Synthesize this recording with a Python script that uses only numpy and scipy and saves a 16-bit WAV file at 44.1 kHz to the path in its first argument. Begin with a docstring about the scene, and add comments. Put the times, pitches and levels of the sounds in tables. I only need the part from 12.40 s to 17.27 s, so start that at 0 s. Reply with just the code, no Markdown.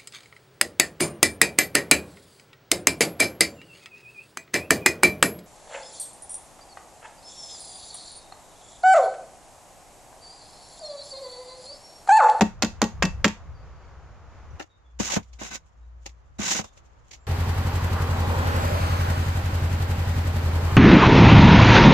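"""A trowel chops five times through wet mortar to a steel barrow tray: noise bursts clack, struck modes ring and boom.
A shovel then scrapes three loads along the gritty tray: grainy noise hisses and drives the sheet's resonances.
Mortar slaps into a bucket as shaped noise with hollow resonances, and loose crumbs patter as sparse grain.
Behind lie filtered-noise wind and rustle, a wavering hum and gliding-tone birds; a short noise tail answers as walls."""
import sys
import numpy as np
from scipy import signal
from scipy.fft import rfft, irfft, next_fast_len
from scipy.io import wavfile
from scipy.ndimage import map_coordinates

SR = 44100
rng = np.random.default_rng(int(sys.argv[2]) if len(sys.argv) > 2 else 0)


def transcribe(signal):
    """Save signal, clipped to [-1, 1], as a 16-bit WAV file at the path in sys.argv[1]."""
    frames = np.atleast_2d(signal).T
    limited = np.clip(frames, -1, 1)
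    pcm = np.round(limited * 32767).astype(np.int16)
    wavfile.write(sys.argv[1], SR, pcm)


N = 214667
TIME = np.arange(N) / SR  # the whole scene, s
BURST_TIME = np.arange(SR // 3) / SR  # one short hit, s

# Spectra give the relative colour of a noise; event levels are taken before the trims set in the functions.
# Wind and rustle colour: freq_hz, density_db (per Hz)
WIND_COLOUR = [(15, -6.5), (35, -3.5), (65, 7.5), (100, -1.5), (150, -7), (250, -30.5), (600, -65)]
RUSTLE_COLOUR = [(88, -23.5), (150, -13), (172, -9.5), (238, -8.5), (416, -9), (477, -6), (1200, -7),
                 (3750, -26.5), (6940, -27.5), (8250, -47), (11700, -50.5), (15000, -64.5)]
# Their levels, the rustle's from SWITCH_S on: time_s, level_db
WIND_SWELL = [(0, -43.5), (.5, -41.5), (.62, -32.5), (.8, -33), (.95, -46), (1.1, -39), (1.4, -47.5),
              (2.03, -46.5), (2.15, -38), (2.26, -61.5), (2.9, -57.5), (4.87, -55.5)]
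RUSTLE_SWELL = [(2.26, -65.5), (3.95, -65), (4.3, -61.5), (4.87, -61.5)]
# Level of the low hum: time_s, level_db
HUM_LEVEL = [(2.3, -69.5), (2.6, -40.5), (2.74, -57), (2.93, -43), (3.32, -64), (3.41, -42.5), (3.64, -44),
             (3.96, -56.5), (4.0, -40.5), (4.14, -80), (4.19, -60), (4.41, -78), (4.46, -52.5), (4.84, -70),
             (4.87, -80)]
# Nearer bird notes: start_s, length_s, start_pitch_hz, end_pitch_hz, level_db
BIRD_NOTES = [(1.131, 0.07, 4700, 4700, -64.5), (1.198, .4, 4780, 4470, -76),
              (2.1, 0.022, 6100, 5780, -62.5), (2.281, 0.076, 3800, 3740, -66),
              (2.438, 0.051, 3480, 3360, -68.5), (4.236, 0.032, 3650, 3560, -58),
              (4.781, 0.064, 7120, 7350, -69)]
# Wet lumps landing: start_s, splash_db, plop_db, t60_s
SLAP_EVENTS = [(2.194, -40.5, -31, 0.098), (2.219, -40, -46, .044), (2.825, -50.5, -78, 0.058),
               (2.927, -50, -59, 0.068), (3.656, -35.5, -39, 0.075), (3.688, -50, -81, .061),
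               (4.37, -50, -50, 0.056), (4.707, -39, -52, 0.066), (4.727, -43.5, -54, 0.11)]
# Splash colour: freq_hz, density_db (per Hz)
SPLASH_COLOUR = [(400, -4.5), (1400, -20), (2100, 1), (3200, -3), (5000, -1.5), (6900, 1), (8300, -18.5),
                 (11000, -27), (15000, -26)]
# Hollow bucket resonances: pitch_hz, width_hz, level_db
BUCKET_PEAKS = [(322, 38, 7), (564, 48, 3), (800, 82, 5.5), (1385, 160, -3.5), (1810, 115, -0.5),
                (2820, 150, -4.5), (3670, 98, -11.5), (4950, 220, -21)]
# Colour of loose crumbs: freq_hz, density_db (per Hz)
CRUMB_COLOUR = [(1500, -25), (3000, -2.0), (4600, -10), (6900, 1.0), (8300, -15), (11000, -25), (15000, -29.5)]
# Shovel meeting tray: start_s, thud_db, knock_db, crushed_sand_db
THUD_EVENTS = [(2.597, -26, -26, -25.5), (2.762, -23, -22.5, -40), (3.012, -41, -33.5, -43.5),
               (3.989, -29, -36.5, -57), (4.188, -31.5, -28, -39), (4.239, -60, -41.5, -42)]
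# Tray modes damped by the load: pitch_hz, level_db, t60_s
THUD_MODES = [(94.4, -9.5, 0.19), (135, -4, 0.1), (181, 1.5, 0.1), (213, 7, 0.098), (270.5, -7.5, 0.13),
              (332, -0.5, 0.076)]
# Knock colour: freq_hz, density_db (per Hz)
KNOCK_COLOUR = [(100, -1), (250, 2.5), (550, 2.5), (900, 1.5), (1600, -7.5), (3000, -12.5), (8000, -36)]
# Hollow under the advancing blade: start_s, end_s, start_pitch_hz, end_pitch_hz, level_db
HOLLOW_SWEEPS = [(2.675, 2.762, 1297, 561, -35), (4.064, 4.188, 1144, 516, -43.5)]
# Shovel pushes, two to a load: start_s, stop_s, hiss_db, body_db, growth_db (start to stop),
# arch_db (extra pressure halfway), release_t60_s
PUSHES = [(2.588, 2.685, -37, -40, 6, 1.5, 0.09), (2.694, 2.766, -35.5, -38.5, 5.5, 6, 0.074),
          (2.986, 3.077, -47, -45.5, 8, 4, 0.19), (3.104, 3.157, -45, -42.5, 17.5, 0, 0.065),
          (3.983, 4.133, -34.5, -37, 18, 2.5, 0.076), (4.141, 4.191, -32.5, -34.5, 3.5, 0, 0.093)]
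# Scrape hiss and duller sheet rasp: freq_hz, density_db (per Hz)
HISS_COLOUR = [(1060, -24.5), (1800, -5), (1970, -2.5), (2140, -9.5), (2840, -2.5), (3230, -6),
               (3810, -5.5), (4370, -7), (6780, 2), (8360, -15.5), (10500, -27), (14600, -25.5),
               (15600, -33), (16000, -78)]
BODY_COLOUR = [(80, -25), (200, 2.5), (330, 2.5), (430, -2), (700, 5), (1500, 2), (2400, -17), (3500, -9),
               (7000, -42)]
# Shovel sheet pressed on the tray: pitch_hz, width_hz, level_db
SHEET_PEAKS = [(208, 53, 6), (532, 47, -6.5), (710, 42, -1.5), (797, 77, -6), (940, 86, -6.5),
               (1150, 31, -2), (1515, 37, 6), (2064, 22, 6.5), (2255, 43, 4), (2570, 41, 2),
               (2810, 74, -1.5), (3860, 39, 5)]
# Trowel blows: start_s, clack_db, grit_db, ring_db, centre_hz (favoured modes), spread_octaves,
# boom_db, boom_delay_s, boom_pitch_ratio, rebound_delay_s, rebound_db
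BLOWS = [(.0098, -9.5, -15.5, -10.5, 680, .84, -9.5, 0.0023, 0.99, 0.0084, -26),
         (0.2223, -19.5, -15.5, -19.5, 1020, 1.77, -16, .0077, 1.025, 0.023, -22),
         (0.417, -18.5, -19.5, -18, 900, 1.17, -13.5, .0043, 1.026, .022, -24),
         (0.6234, -13.5, -17.5, -16.5, 1500, 1.6, -15, .01, .87, .028, -22.5),
         (0.8441, -10, -10, -16.5, 2000, 2, -13, .003, 0.98, 0.035, -24.5)]
# Steel tray and blade, then the loaded tray floor: pitch_hz, level_db, t60_s
STEEL_MODES = [(426, -7.5, 0.021), (567, -0.5, 0.11), (580, -1, 0.038), (777, -3.5, .12), (827, -8, 0.16),
               (913, -5, 0.19), (1027, -7, .08), (1130.6, -5.5, 0.15), (1230, -8.5, 0.032),
               (1340, -7, 0.049), (1465, -10.5, 0.055), (1620, -6.5, 0.085), (1883, -4.5, 0.15),
               (2120, -2.5, 0.06), (2310, -8, 0.054), (2400, -12.5, 0.13), (2663, -4.5, 0.21),
               (3130, -12.5, 0.13), (3450, -12.5, 0.12), (3620, -17, 0.15), (5130, -11.5, .08),
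               (5370, -8.5, 0.06), (6900, -9, 0.094), (6850, -5, 0.099), (7400, -11, .1)]
BOOM_MODES = [(107, -18, 0.19), (165, -9, 0.069), (183, -7.5, 0.2), (216.2, 1, .16), (289, -9, .12),
              (316, -13, .13), (393.3, -14.5, 0.085)]
# Edge clack, breaking sand, and the dull shove into mortar: freq_hz, density_db (per Hz)
CLACK_COLOUR = [(150, -12), (400, -2), (700, -7.5), (1200, -6), (1800, -8.5), (2700, -7), (4000, -18),
                (8000, -45.5)]
GRIT_COLOUR = [(500, -14.5), (1500, -0.5), (3000, -2), (4400, -2), (5700, -1.5), (7100, -1.5),
               (8200, -15.5), (10000, -24), (15000, -26)]
SHOVE_COLOUR = [(70, -15.5), (170, 0), (330, 0), (550, -2), (900, -8.5), (2000, -27), (5000, -52)]
# Stereo likeness of close trowel, wide shovel and bucket, and early rustle: freq_hz, likeness (1 = mono)
NEAR_LIKENESS = [(200, 0.99), (1400, 1), (3100, 0.61), (6800, 0.34), (15000, 0.33)]
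WIDE_LIKENESS = [(100, 0.4), (600, 0.014), (3000, 0.067)]
AHEAD_LIKENESS = [(150, .5), (400, 0.94), (1000, .93), (2000, .75), (4000, .1)]
# Decay of the yard: freq_hz, t60_s
YARD_DECAY = [(150, 0.084), (1000, 0.23), (3000, 0.24), (7000, 0.25), (14000, 0.21)]
# Microphone balance: freq_hz, left_minus_right_db
MIC_BALANCE = [(200, 1.3), (2400, 0), (4400, 1.5), (7000, -6), (15000, 1)]

SWITCH_S = 2.225  # from here the background drops: rustle quieter and wider, stray crumbs begin
RUSTLE_EARLY_DB = -54  # rustle before the change at SWITCH_S
FAR_BIRD_HZ, FAR_BIRD_S, FAR_BIRD_DB = 3670, 0.08, -79  # middle pitch, note length, level
SPATTER_DB = -24.5  # crumbs around a lump, relative to its splash_db
SPATTER_T60, SLIDE_T60 = 0.21, 0.16  # s: decay after landing, build-up as the lump slides off
TRICKLE_DB, TRICKLE_T60 = -35.5, 1.1  # sand after a push: relative to its hiss_db, time to run out (s)
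STRAY_DB = -82.5  # crumbs while the shovel is carried
THUD_OFFSET_S = 0.00082  # time offset between left and right in the thuds, left later
BITE_S = 0.0098  # the blade takes hold over this time
BODY_FOLLOWS = 0.5  # dB of sheet rasp per dB of pressure change in the hiss
SKID_S, SKID_DB = 0.0069, -22.5  # the edge slips once just after every blow
TOP_HZ = 15600  # middle of the upper band limit


def amp(db):
    """Decibels to gain."""
    return 10 ** (np.asarray(db) / 20)


def unit(x):
    """Scale to rms 1."""
    return x / np.sqrt(np.mean(x ** 2) + 1e-20)


def along(points, hz):
    """Read (Hz, value) points on a log-frequency axis."""
    f, v = np.transpose(points)
    return np.interp(np.log(hz + 1), np.log(f + 1), v)


def curve(points):
    """Read (s, value) points at every sample."""
    return np.interp(TIME, *np.transpose(points))


def fade(t60):
    """A hit's decay of 60 dB in t60 seconds."""
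    return np.exp(-np.log(1000) * BURST_TIME / t60)


def dying(start, t60):
    """Full gain up to start, then a fall of 60 dB in t60 seconds."""
    return np.exp(-np.log(1000) * np.maximum(TIME - start, 0) / t60)


def rise(seconds):
    """A soft attack for a hit."""
    return 1 - np.exp(-(BURST_TIME / seconds) ** 2)


def wobble(rate, size=N):
    """A smooth random curve with rate knots a second."""
    knots = rng.standard_normal(int(size * rate / SR) + 4)
    return map_coordinates(knots, [np.arange(size) * rate / SR])


def filtered(x, response):
    """Apply a response of frequency, padded so that tails do not wrap round."""
    size = x.shape[-1]
    padded = next_fast_len(size + 8192)
    spectrum = rfft(x, padded) * response(np.fft.rfftfreq(padded, 1 / SR))
    return irfft(spectrum, padded)[..., :size]


def noise(spectrum, alike, size=len(BURST_TIME), grain=1):
    """Coloured stereo noise of rms 1; grain is the force that excites it."""
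    def colour(hz):
        turn = np.arccos(np.clip(along(alike, hz), -1, 1)) / 2  # shares power between mid and side
        return amp(along(spectrum, hz)) * np.array([np.cos(turn), np.sin(turn)])
    mid, side = filtered(grain * rng.standard_normal((2, size)), colour)
    return unit(np.array([mid + side, mid - side]))


def sand(spread_db, rate, size=len(BURST_TIME)):
    """The uneven force of sand grains that catch and break."""
    return amp(spread_db * wobble(rate, size))


def resonant(force, peaks):
    """A rough force sets resonances ringing; stereo, rms 1."""
    def body(f):
        total = 0
        for k, (hz, width, db) in enumerate(peaks):
            peak = 1j * f * width / (hz * hz - f * f + 1j * f * width)
            total = total + (-1) ** k * amp(db) * peak
        return total
    return unit(filtered(force * rng.standard_normal((2, len(force))), body))


def ring(modes, scatter_db, pitch=1, weight=np.ones_like):
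    """Decaying modes struck at new strengths; weight is each one's share at the point of impact."""
    hz, db, t60 = np.transpose(modes)[:, :, None]
    gain = amp(db + scatter_db * rng.standard_normal(hz.shape)) * weight(hz)
    sign = (-1) ** np.arange(len(hz))[:, None]
    detune = 1 + 0.0028 * rng.standard_normal(hz.shape)  # each mode slightly detuned at random on every call
    tones = np.sin(2 * np.pi * hz * pitch * detune * BURST_TIME)
    return np.sum(sign * gain * fade(t60) * tones, axis=0)


def add(track, s, sound):
    """Mix a sound into the track at time s."""
    start = max(round(s * SR), 0)
    track[:, start:start + sound.shape[-1]] += sound[..., :N - start]


def garden(hum_hz=60):
    """Wind rumbles on the microphone, far leaves and traffic rustle, with a wavering low hum."""
    wind = amp(curve(WIND_SWELL) + 1.2 * wobble(12)) * noise(WIND_COLOUR, [(60, 0.3)], N)
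    before = amp(RUSTLE_EARLY_DB) * noise(RUSTLE_COLOUR, AHEAD_LIKENESS, N)
    after = amp(curve(RUSTLE_SWELL)) * noise(RUSTLE_COLOUR, WIDE_LIKENESS, N)
    rustle = amp(0.8 * wobble(12)) * np.where(TIME < SWITCH_S, before, after)
    phase = 2 * np.pi * np.cumsum(hum_hz + 1.2 * wobble(7.3)) / SR
    hum = amp(curve(HUM_LEVEL) - 1.5) * np.sqrt(2) * np.sin(phase)
    return wind + rustle + hum


def yard(x):
    """Walls and fences return a short diffuse tail, decaying at its own pace in each band."""
    hz, t, bands = signal.stft(rng.standard_normal((2, SR // 2)), SR, nperseg=256)
    decay = np.exp(-np.log(1000) * t / along(YARD_DECAY, hz)[:, None])
    tail = signal.istft(bands * decay, SR, nperseg=256)[1]
    tail = tail[:, :len(BURST_TIME)] * rise(0.02)
    return signal.fftconvolve(x, tail / np.linalg.norm(tail[0]), axes=1)[:, :N]


def far_notes(count):
    """Short gliding notes of a farther bird at random times, as rows like those of BIRD_NOTES."""
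    notes = []
    for when, *ends in rng.random((count, 3)):
        start_hz, end_hz = FAR_BIRD_HZ * (1 + 0.15 * (np.array(ends) - 0.5))
        notes.append((TIME[-1] * when, FAR_BIRD_S, start_hz, end_hz, FAR_BIRD_DB))
    return notes


def birds():
    """Thin far whistles: gliding sines with a quick unsteady warble."""
    out = np.zeros((2, N))
    for s, length, start_hz, end_hz, db in BIRD_NOTES + far_notes(count=5):
        size = round(length * SR)
        hz = np.linspace(start_hz, end_hz, size) * (1 + 0.02 * wobble(337, size))
        whistle = np.sin(2 * np.pi * np.cumsum(hz) / SR)
        add(out, s, amp(db) * np.hanning(size) * whistle)
    return out


def crumbs():
    """Loose sand patters off the shovel after every push and around every lump that lands."""
    flow = amp(STRAY_DB) * (TIME > SWITCH_S)
    for start, stop, hiss_db, *_ in PUSHES:
        flow = flow + amp(hiss_db + TRICKLE_DB) * (TIME > stop) * dying(stop, TRICKLE_T60)
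    for s, splash_db, *_ in SLAP_EVENTS:
        sliding = np.exp(np.log(1000) * np.minimum(TIME - s, 0) / SLIDE_T60)
        flow = flow + amp(splash_db + SPATTER_DB) * sliding * dying(s, SPATTER_T60)
    grain = sand(spread_db=3.5, rate=1500, size=N) * sand(spread_db=5, rate=45, size=N)
    return flow * noise(CRUMB_COLOUR, WIDE_LIKENESS, N, grain)


def slaps():
    """Wet mortar lands: one crackling force drives a noisy splash and the bucket's hollow plop."""
    out = np.zeros((2, N))
    for s, splash_db, plop_db, t60 in SLAP_EVENTS:
        grain = sand(spread_db=3, rate=900)
        splash = amp(splash_db) * noise(SPLASH_COLOUR, WIDE_LIKENESS, grain=grain)
        plop = amp(plop_db) * resonant(grain, BUCKET_PEAKS)
        add(out, s, amp(5.0) * rise(0.0058) * fade(t60) * (splash + plop))
    return out


def thuds():
    """The shovel bumps the tray around its pushes, crushing the sand beneath it."""
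    out = np.zeros((2, N))
    for s, thud_db, knock_db, sand_db in THUD_EVENTS:
        thud = amp(thud_db) * np.array([ring(THUD_MODES, scatter_db=2) for ear in range(2)])
        knock = amp(knock_db + 5) * fade(0.087) * noise(KNOCK_COLOUR, WIDE_LIKENESS)
        crush = amp(sand_db) * fade(0.11) * noise(HISS_COLOUR, WIDE_LIKENESS)
        add(out, s, rise(0.0031) * (thud + knock + crush))

    def ear_offset(hz):  # half the offset delays the left, half advances the right
        return np.exp(-2j * np.pi * np.outer([0.5, -0.5], hz) * THUD_OFFSET_S)
    return filtered(out, ear_offset)


def hollows(width_hz=260):
    """The gap under the blade rings with the rasp, falling in pitch as the shovel slides in."""
    out = np.zeros((2, N))
    for start, end, start_hz, end_hz, db in HOLLOW_SWEEPS:
        size = round((end - start) * SR)
        phase = 2 * np.pi * np.cumsum(np.geomspace(start_hz, end_hz, size)) / SR
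        ears = []
        for ear in range(2):  # random sine and cosine parts make a narrow band of noise
            sine_part = wobble(2 * width_hz, size) * np.sin(phase)
            ears.append(sine_part + wobble(2 * width_hz, size) * np.cos(phase))
        add(out, start, amp(db) * signal.windows.tukey(size) * unit(np.array(ears)))
    return out


def scrapes():
    """Sand grinds between shovel and tray: grainy hiss over the sheet's rasp, swelling as the load builds."""
    hiss, body = np.zeros((2, N))
    for start, stop, hiss_db, body_db, growth_db, arch_db, t60 in PUSHES:
        way = np.clip((TIME - start) / (stop - start), 0, 1)
        pressure_db = growth_db * (way - 0.5) + arch_db * np.sin(np.pi * way)
        contact = np.clip((TIME - start) / BITE_S, 0, 1) * dying(stop, t60)
        hiss += contact * amp(hiss_db + pressure_db)
        body += contact * amp(body_db + BODY_FOLLOWS * pressure_db)
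    grain = sand(spread_db=3, rate=2400, size=N) * sand(spread_db=1, rate=130, size=N)
    clumps = sand(spread_db=2, rate=90, size=N)
    dull = amp(-4) * noise(BODY_COLOUR, WIDE_LIKENESS, N, grain)
    rasp = dull + amp(-1.0) * resonant(grain, SHEET_PEAKS)
    grind = amp(2.5) * hiss * noise(HISS_COLOUR, WIDE_LIKENESS, N, grain)
    return grind + body * clumps * rasp


def trowel():
    """The edge hits steel through sand; the heavy tray floor swings a moment later."""
    out = np.zeros((2, N))
    for (s, clack_db, grit_db, ring_db, centre_hz, octaves,
         boom_db, delay, pitch, rebound_s, rebound_db) in BLOWS:
        def favoured(hz):  # each point of impact favours its own range of modes
            return 1 / (1 + (np.log2((hz + 1) / centre_hz) / octaves) ** 2)
        crunch = amp(grit_db - 22.5) * rise(0.0019) * fade(0.024) * noise(GRIT_COLOUR, NEAR_LIKENESS)
        add(out, s - 0.002, crunch)  # sand gives way just before the edge lands
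        clack = amp(clack_db) * fade(0.047) * unit(filtered(noise(CLACK_COLOUR, NEAR_LIKENESS), favoured))
        grain = sand(spread_db=6.0, rate=610)
        grit = amp(grit_db) * fade(0.04) * noise(GRIT_COLOUR, NEAR_LIKENESS, grain=grain)
        steel = amp(ring_db - 7.0) * rise(0.0014) * ring(STEEL_MODES, scatter_db=3.5, weight=favoured)
        add(out, s, clack + grit + steel)
        shove = amp(-5.5) * fade(0.12) * noise(SHOVE_COLOUR, NEAR_LIKENESS)
        boom = ring(BOOM_MODES, scatter_db=1.0, pitch=pitch) + shove
        add(out, s + delay, amp(boom_db) * rise(0.0048) * boom)
        for after, db in [(SKID_S, SKID_DB), (rebound_s, rebound_db)]:  # the blade skids, then bounces
            grain = sand(spread_db=1.5, rate=800)
            scuff = amp(db) * rise(0.001) * fade(0.04) * noise(GRIT_COLOUR, NEAR_LIKENESS, grain=grain)
            add(out, s + after, scuff)
    return out


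def scene():
    """Close trowel, farther shovel and bucket, birds beyond, all in the same yard."""
    background, song = garden(), birds()
    shovel = crumbs() + slaps() + thuds() + hollows() + scrapes()
    chops = trowel()
    echo = yard(amp(-16) * chops + amp(-34) * shovel + amp(-0.5) * song)
    return background + song + shovel + chops + echo


def record(dry):
    """Two microphones, the right one brighter around 7 kHz; nothing is kept above the band limit."""
    def response(hz):
        band = np.clip((TOP_HZ - hz) / 600 + 0.5, 0, 1)
        return amp(np.outer([0.5, -0.5], along(MIC_BALANCE, hz))) * band
    return filtered(dry, response)


dry = scene()
out = record(dry)
transcribe(out)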